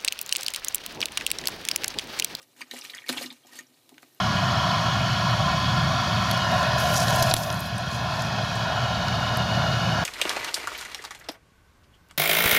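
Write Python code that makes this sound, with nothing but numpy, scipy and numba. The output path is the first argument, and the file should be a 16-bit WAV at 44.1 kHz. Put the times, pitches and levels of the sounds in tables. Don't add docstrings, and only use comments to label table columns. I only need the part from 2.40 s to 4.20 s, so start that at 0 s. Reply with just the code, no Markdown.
import sys
import numpy as np
from scipy import signal
from scipy.fft import rfft, irfft
from scipy.io import wavfile
from scipy.ndimage import uniform_filter1d
from numba import njit

SR = 44100
rng = np.random.default_rng(int(sys.argv[2]) if len(sys.argv) > 2 else 0)


def volts(x):
    e = np.asarray(x, float) / 20
    return 10 ** e


def to_wav(sig):
    pcm = np.clip(np.atleast_2d(sig), -1, 1) * 32767
    pcm = np.round(pcm).astype(np.int16)
    wavfile.write(sys.argv[1], SR, pcm.T)


N = 79380

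# start in [s], peak level in [dB].
SLAPS = [(0.208, -34.5), (.312, -29.5), (.338, -33), (0.344, -47), (0.367, -29.5), (0.3889, -29.5),
         (0.451, -33), (.548, -43), (0.571, -39), (.599, -43), (.632, -45), (.641, -57), (0.6638, -40.5),
         (.685, -25), (0.691, -17), (0.6963, -20.5), (0.719, -36), (0.7274, -20), (.775, -36), (0.792, -45),
         (0.813, -34), (.8607, -49), (.903, -47), (.9263, -35.5), (0.968, -63), (1.108, -58), (1.134, -39),
         (1.1426, -46), (1.1895, -30), (1.208, -39), (1.227, -47)]
BUBBLE_GLIDE = 0.042


def band(x, lo_hz, hi_hz):
    edges_hz = [lo_hz, min(hi_hz, 0.45 * SR)]
    return signal.sosfilt(signal.butter(2, edges_hz, "band", fs=SR, output="sos"), x)


def unit(x):
    return x / np.sqrt(np.mean(x ** 2))


def coloured(points):
    hz, db = np.array(points).T
    bins_hz = np.maximum(np.arange(N // 2 + 1) * SR / N, 1)
    gain = volts(np.interp(np.log(bins_hz), np.log(hz), db))
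    return unit(irfft(rfft(rng.standard_normal(N)) * gain, N))


def walk(rate_hz):
    k = int(SR / rate_hz)
    return unit(uniform_filter1d(uniform_filter1d(rng.standard_normal(N), k), k))


@njit
def rings(n, start, w, cycles, glide, size, rise):
    y = np.zeros(n)
    for k in range(len(start)):
        span = cycles[k] * 2 * np.pi / w[k]
        for i in range(int(span)):
            j = int(start[k]) + i
            if 0 <= j < n:
                swell = (1 - np.exp(-i / rise)) ** 2
                decay = np.exp(-6.9 * i / span)
                phase = w[k] * i * (1 + glide[k] * i / span)
                y[j] += size[k] * swell * decay * np.sin(phase)
    return y


def ring(s, hz, cycles, glide, db, rise_s):
    one = np.ones(len(s))
    w = 2 * np.pi * np.clip(hz, 50, 17000) / SR * one
    return rings(N, s * SR, w, cycles * one, glide * one, volts(db) * one, max(rise_s, 1e-5) * SR)


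def fades(rows, t60_s, rise_s):
    t = np.arange(N) / SR
    total = np.zeros(N)
    for s, db in rows:
        fade = volts(db - 60 * np.clip(t - s, 0, 1) / t60_s)
        total += fade * np.clip((t - s) / rise_s, 0, 1)
    return total


def fizz(count, scatter_db):
    place, rarity = rng.random((count, 2)).T
    hz = 3270 * 2 ** (0.86 * rng.standard_normal(count))
    db = -scatter_db * np.log(rarity + 0.0054)
    ring_s, rise_s = 0.0099, 0.000047
    return unit(ring(place * N / SR, hz, ring_s * hz, 0.082, db, rise_s))


def ticks(count):
    place, pitch, rarity = rng.random((count, 3)).T
    hz = 2000 * 7 ** pitch
    db = -4.5 * np.log(rarity + 0.0022)
    return unit(ring(place * N / SR, hz, 1.14, 0.0, db, 0.00005))


def churn():
    # time in [s], level in [dB].
    effort_curve = [(0, -64), (0.061, -71), (.15, -68.5), (0.201, -53), (.25, -64.5), (0.299, -57.5),
                    (0.332, -46.5), (.46, -52.5), (.58, -52.5), (0.656, -60), (0.696, -39.5), (0.834, -43),
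                    (.95, -61.5), (1.0, -67), (1.1, -61.5), (1.173, -46), (1.264, -68), (1.8, -67.5)]
    # frequency in [Hz], density in [dB per Hz].
    spray_colour = [(88, -41), (150, -33.5), (249, 2.5), (475, -14), (589, -15), (1260, -12), (3420, -6.5),
                    (14500, -16.5), (16000, -23)]
    s, db = np.array(effort_curve).T
    effort = volts(np.interp(np.arange(N) / SR, s, db))
    wash = coloured(spray_colour) * volts(3.1 * walk(67))
    slosh = unit(band(rng.standard_normal(N), 186, 1370)) * volts(2 * walk(21))
    heave = unit(band(rng.standard_normal(N), 49, 82))
    water = volts(-4) * fizz(count=900, scatter_db=1)
    water += volts(-10) * ticks(count=1200)
    water += volts(-3.5) * wash
    water += volts(-11.5) * slosh
    water += volts(-41) * heave
    return effort * water


def slaps():
    # start in [s], level in [dB].
    swish_rows = [(.016, -57), (.027, -60), (.164, -59), (.191, -64), (.212, -50), (.312, -55), (.345, -63),
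                  (.372, -47.5), (.44, -45), (.498, -46.5), (.548, -48), (.57, -59), (.665, -56),
                  (.69, -40.5), (.727, -47), (.773, -46), (.794, -55), (.811, -49.5), (.83, -64),
                  (.862, -50.5), (.903, -67), (1.068, -53), (1.132, -62), (1.155, -49), (1.19, -54),
                  (1.493, -58.5), (1.622, -54.5)]
    shape = volts(-9.5) * fades(SLAPS, t60_s=0.011, rise_s=0.00028)
    shape += fades(swish_rows, t60_s=0.075, rise_s=0.00047)
    hiss = unit(band(rng.standard_normal(N), 1700, 15000))
    burst = hiss * volts(0.95 * walk(330))
    burst += volts(1.5) * band(fizz(count=4000, scatter_db=6.0), 1200, 13700)
    burst += volts(-11.5) * ticks(count=2000)
    return shape * burst


def snaps():
    s, db = np.array(SLAPS).T
    return band(ring(s, 6100.0, 2.0, 0.0, db + 9, 0.00001), 1200, 17000)


def specks():
    # start in [s], peak level in [dB], pitch in [Hz].
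    speck_rows = [(.018, -38, 7940), (0.028, -39, 9640), (.029, -38, 5360), (.338, -35, 7140),
                  (0.345, -30, 4070), (0.352, -36, 9700), (0.359, -33, 3200), (0.371, -35, 3870),
                  (.375, -34, 7160), (.389, -31.5, 9000), (.394, -35, 4040), (0.42, -29, 3770),
                  (0.421, -26.5, 2600), (.444, -35, 7500), (0.449, -27, 4030), (0.455, -28.5, 5770),
                  (0.461, -28, 3240), (0.47, -39, 4550), (.487, -48, 7000), (0.487, -37, 3440),
                  (0.502, -28, 4660), (0.503, -35, 5400), (0.52, -33, 4200), (0.549, -27.5, 6360),
                  (.57, -28, 2200), (.587, -29, 3150), (.598, -41, 3500), (.605, -43, 5300),
                  (0.672, -28, 4430), (.685, -35, 7100), (0.698, -21, 5660), (.703, -30, 7400),
                  (0.7255, -22.5, 10360), (0.7759, -18.5, 4080), (.786, -19, 2560), (0.812, -27, 6700),
                  (0.813, -36, 5000), (0.827, -35, 9600), (0.8603, -25, 5200), (.913, -39, 7400),
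                  (.92, -34, 3730), (.929, -37, 3770), (1.059, -46, 5470), (1.133, -36.5, 4600),
                  (1.146, -35, 4700), (1.16, -44, 7440), (1.189, -24.5, 6440), (1.5814, -44, 1550),
                  (1.631, -37, 2250), (1.7475, -40.5, 13100)]
    s, db, hz = np.array(speck_rows).T
    ring_s, rise_s = 0.0056, 0.00023
    return ring(s, hz, ring_s * hz, 0.047, db, rise_s)


def bubbles():
    # start in [s], peak level in [dB], pitch in [Hz], ring time in [s].
    main_rows = [(0.2165, -18.5, 2170, 0.0078), (0.3117, -15, 3820, 0.0059), (0.337, -22.5, 560, 0.0075),
                 (0.3625, -25.5, 1970, 0.0081), (0.385, -30, 2810, 0.0095), (0.412, -20.5, 5700, 0.0062),
                 (0.4504, -17.5, 2320, 0.0048), (0.4987, -14.5, 3650, 0.0049), (0.536, -30, 1980, .011),
                 (0.549, -22, 4710, .006), (0.56, -28, 1940, 0.0083), (0.581, -21, 3310, 0.007),
                 (0.587, -20.5, 2030, 0.0052), (0.62, -29, 2300, 0.0067), (0.641, -31.5, 1840, 0.011),
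                 (0.675, -31, 2170, 0.013), (0.691, -6.5, 3740, 0.0055), (0.693, -12, 1480, 0.007),
                 (0.727, -17.5, 2060, 0.0056), (0.772, -14.5, 3244, 0.0088), (0.7809, -11.5, 3320, 0.0053),
                 (0.8197, -16, 4270, 0.0049), (0.841, -20, 2070, 0.0062), (0.861, -20, 3850, 0.0069),
                 (0.903, -27, 3600, 0.013), (1.19, -28.5, 1820, 0.012)]
    # start in [s], peak level in [dB], pitch in [Hz].
    more_rows = [(0.2085, -26, 1000), (0.212, -22.5, 2700), (.222, -31, 1500), (.313, -23, 1860),
                 (.496, -27, 2220), (0.535, -27, 3130), (.54, -24, 1900), (.695, -13, 4750),
                 (.695, -20, 2800), (0.702, -20.5, 1430), (0.731, -40, 3900), (.77, -24.5, 970),
                 (.783, -18, 2130), (.812, -21.5, 595), (0.833, -26.5, 8800), (.904, -30, 2270),
                 (.908, -31, 4800), (.915, -38.5, 980), (.693, -17, 860), (1.631, -41.5, 660),
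                 (1.342, -47, 4200), (0.216, -25.5, 4700), (.341, -37, 750), (1.493, -44.5, 980),
                 (1.519, -40, 740), (1.268, -42.5, 5700), (.003, -39.5, 1120), (0.00593, -39, 400),
                 (1.05, -40, 720), (.692, -20, 564)]
    more_ring_s, rise_s = 0.008, 0.00051
    rows = main_rows + [row + (more_ring_s,) for row in more_rows]
    s, db, hz, ring_s = np.array(rows).T
    cycles = ring_s * hz
    y = ring(s - rise_s / 2, hz, cycles, BUBBLE_GLIDE, db + 0.5, rise_s)

    spread = 0.13 * np.clip(0.0091 / ring_s, 0, 1) ** 2
    swarm_db = db - 5 + 18 * np.log10(np.clip(ring_s / 0.0081, 0, 1))
    for k in range(4):
        jitter, detune = rng.standard_normal((2, len(s)))
        late_s = 0.66 * ring_s * (k + 1 + 0.3 * jitter) / 3
        y += ring(s + late_s, hz * (1 + spread * detune), cycles, BUBBLE_GLIDE,
                  swarm_db - 2.0 * k, rise_s)
    return y


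def singers():
    # start in [s], peak level in [dB], pitch in [Hz], ring time in [s].
    singer_rows = [
        (1.034, -40.5, 3156, 0.037),
        (1.083, -45.5, 962, 0.048),
        (1.114, -41, 1825, 0.035),
        (1.123, -35, 1840, 0.038),
        (1.161, -31, 4400, 0.047),
    ]
    s, db, hz, ring_s = np.array(singer_rows).T
    return ring(s, hz, ring_s * hz, BUBBLE_GLIDE, db, rise_s=0.0045)


def drops():
    # start in [s], peak level in [dB], pitch in [Hz].
    drop_rows = [
        (0.2163, -21.5, 2540),
        (0.7272, -34, 1960),
        (0.861, -31.5, 3520),
        (1.3255, -44, 4020),
        (1.4921, -31, 3550),
        (1.5429, -36.5, 2620),
        (1.5808, -26.5, 2050),
        (1.6228, -40, 8500),
        (1.6298, -30.5, 1570),
        (1.7475, -37, 12000),
    ]
    s, db, hz = np.array(drop_rows).T
    cycles = 5.3 * (hz / 2000) ** 0.12
    y = ring(s, hz, cycles, 0.0, db, 0.0001)
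    noise = rng.standard_normal(N)
    for start_s, peak_db, pitch_hz in drop_rows:
        crack = unit(band(noise, 0.4 * pitch_hz, 3.05 * pitch_hz))
        y += crack * fades([(start_s, peak_db - 8.5)], t60_s=0.0067, rise_s=0.0012)
    return y


def tub():
    # start in [s], peak level in [dB].
    thump_rows = [(.002, -53), (0.17, -46.5), (0.218, -36.5), (.319, -37), (.34, -33), (0.368, -49),
                  (.7, -15.5), (.74, -31), (0.768, -30), (0.812, -32.5), (.848, -28), (0.86, -36.5),
                  (0.91, -35), (1.056, -46.5), (1.109, -49), (1.157, -44), (1.208, -36), (1.299, -47),
                  (1.52, -44), (1.528, -35), (1.57, -46), (1.634, -39.5)]
    # frequency in [Hz], level in [dB], T60 in [s].
    floor_modes = [(144.5, -22.5, 0.12), (251.9, -5.5, 0.13), (279.3, -13.5, 0.21), (364.4, -11.5, 0.088),
                   (611.6, -16.5, 0.07)]
    s, db = np.array(thump_rows).T
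    rise_s = 0.005705
    lift = 0.08 * (s > 1.4)
    y = np.zeros(N)
    for hz, mode_db, t60_s in floor_modes:
        detune, uneven = rng.standard_normal((2, len(s)))
        pitch_hz = hz * (1 + lift + 0.018 * detune)
        level_db = db + mode_db + 2.0 * uneven
        y += ring(s - 1.4 * rise_s, pitch_hz, hz * t60_s, 0.0, level_db, rise_s)
    return y


def sink(near):
    t = np.arange(int(0.25 * SR)) / SR
    t60_s, gap_s = 0.064, 0.0015
    tail = rng.standard_normal(len(t)) * volts(-60 * t / t60_s) * (t > gap_s)
    tail = band(tail / np.sqrt(np.sum(tail ** 2)), 196, 12300)
    return volts(-6.5) * signal.fftconvolve(near, tail)[:N]


def kitchen():
    # frequency in [Hz], density in [dB per Hz].
    room_colour = [(15, -69), (25, -28), (117, -20), (677, 0), (887, -6), (1160, -9), (1330, -15),
                   (12500, -10.5), (16000, -13)]
    # frequency in [Hz], width in [Hz], level in [dB].
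    hum_rows = [(132, 46, -9), (322, 142, -5.5), (4000, 610, -9.5)]
    # time in [s], frequency in [Hz], level in [dB].
    whine_path = [(1.5, 14100, -80), (1.561, 13700, -73), (1.62, 13400, -84), (1.665, 13100, -84),
                  (1.688, 12750, -72), (1.738, 12660, -70), (1.765, 12870, -66), (1.783, 12715, -82),
                  (1.8, 12620, -71)]
    s, hz, db = np.array(whine_path).T
    t = np.arange(N) / SR
    phase = 2 * np.pi * np.cumsum(np.interp(t, s, hz)) / SR
    flicker = volts(3.0 * walk(120))
    whine = flicker * volts(np.interp(t, s, db, left=-140)) * np.sin(phase)
    room = coloured(room_colour)
    for centre_hz, wide_hz, hum_db in hum_rows:
        hum = unit(band(rng.standard_normal(N), centre_hz - wide_hz / 2, centre_hz + wide_hz / 2))
        room += volts(hum_db + 0.5 * walk(34)) * hum
    return volts(-66 + walk(2.9) / 2) * room + whine


def scene():
    near = churn() + slaps() + snaps() + specks() + bubbles() + singers() + drops() + tub()
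    near = band(near, 55, 20000)
    return (near + sink(near) + kitchen())[None]


def band_limit(x):
    return signal.sosfilt(signal.butter(12, 16310, fs=SR, output="sos"), x)


def record(dry):
    bass_cut = signal.butter(1, 90, "high", fs=SR, output="sos")
    top_cut = signal.ellip(6, 0.5, 30, 15350, fs=SR, output="sos")
    mix = signal.sosfilt(top_cut, signal.sosfilt(bass_cut, dry))
    return band_limit(mix)


dry = scene()
out = record(dry)
to_wav(out)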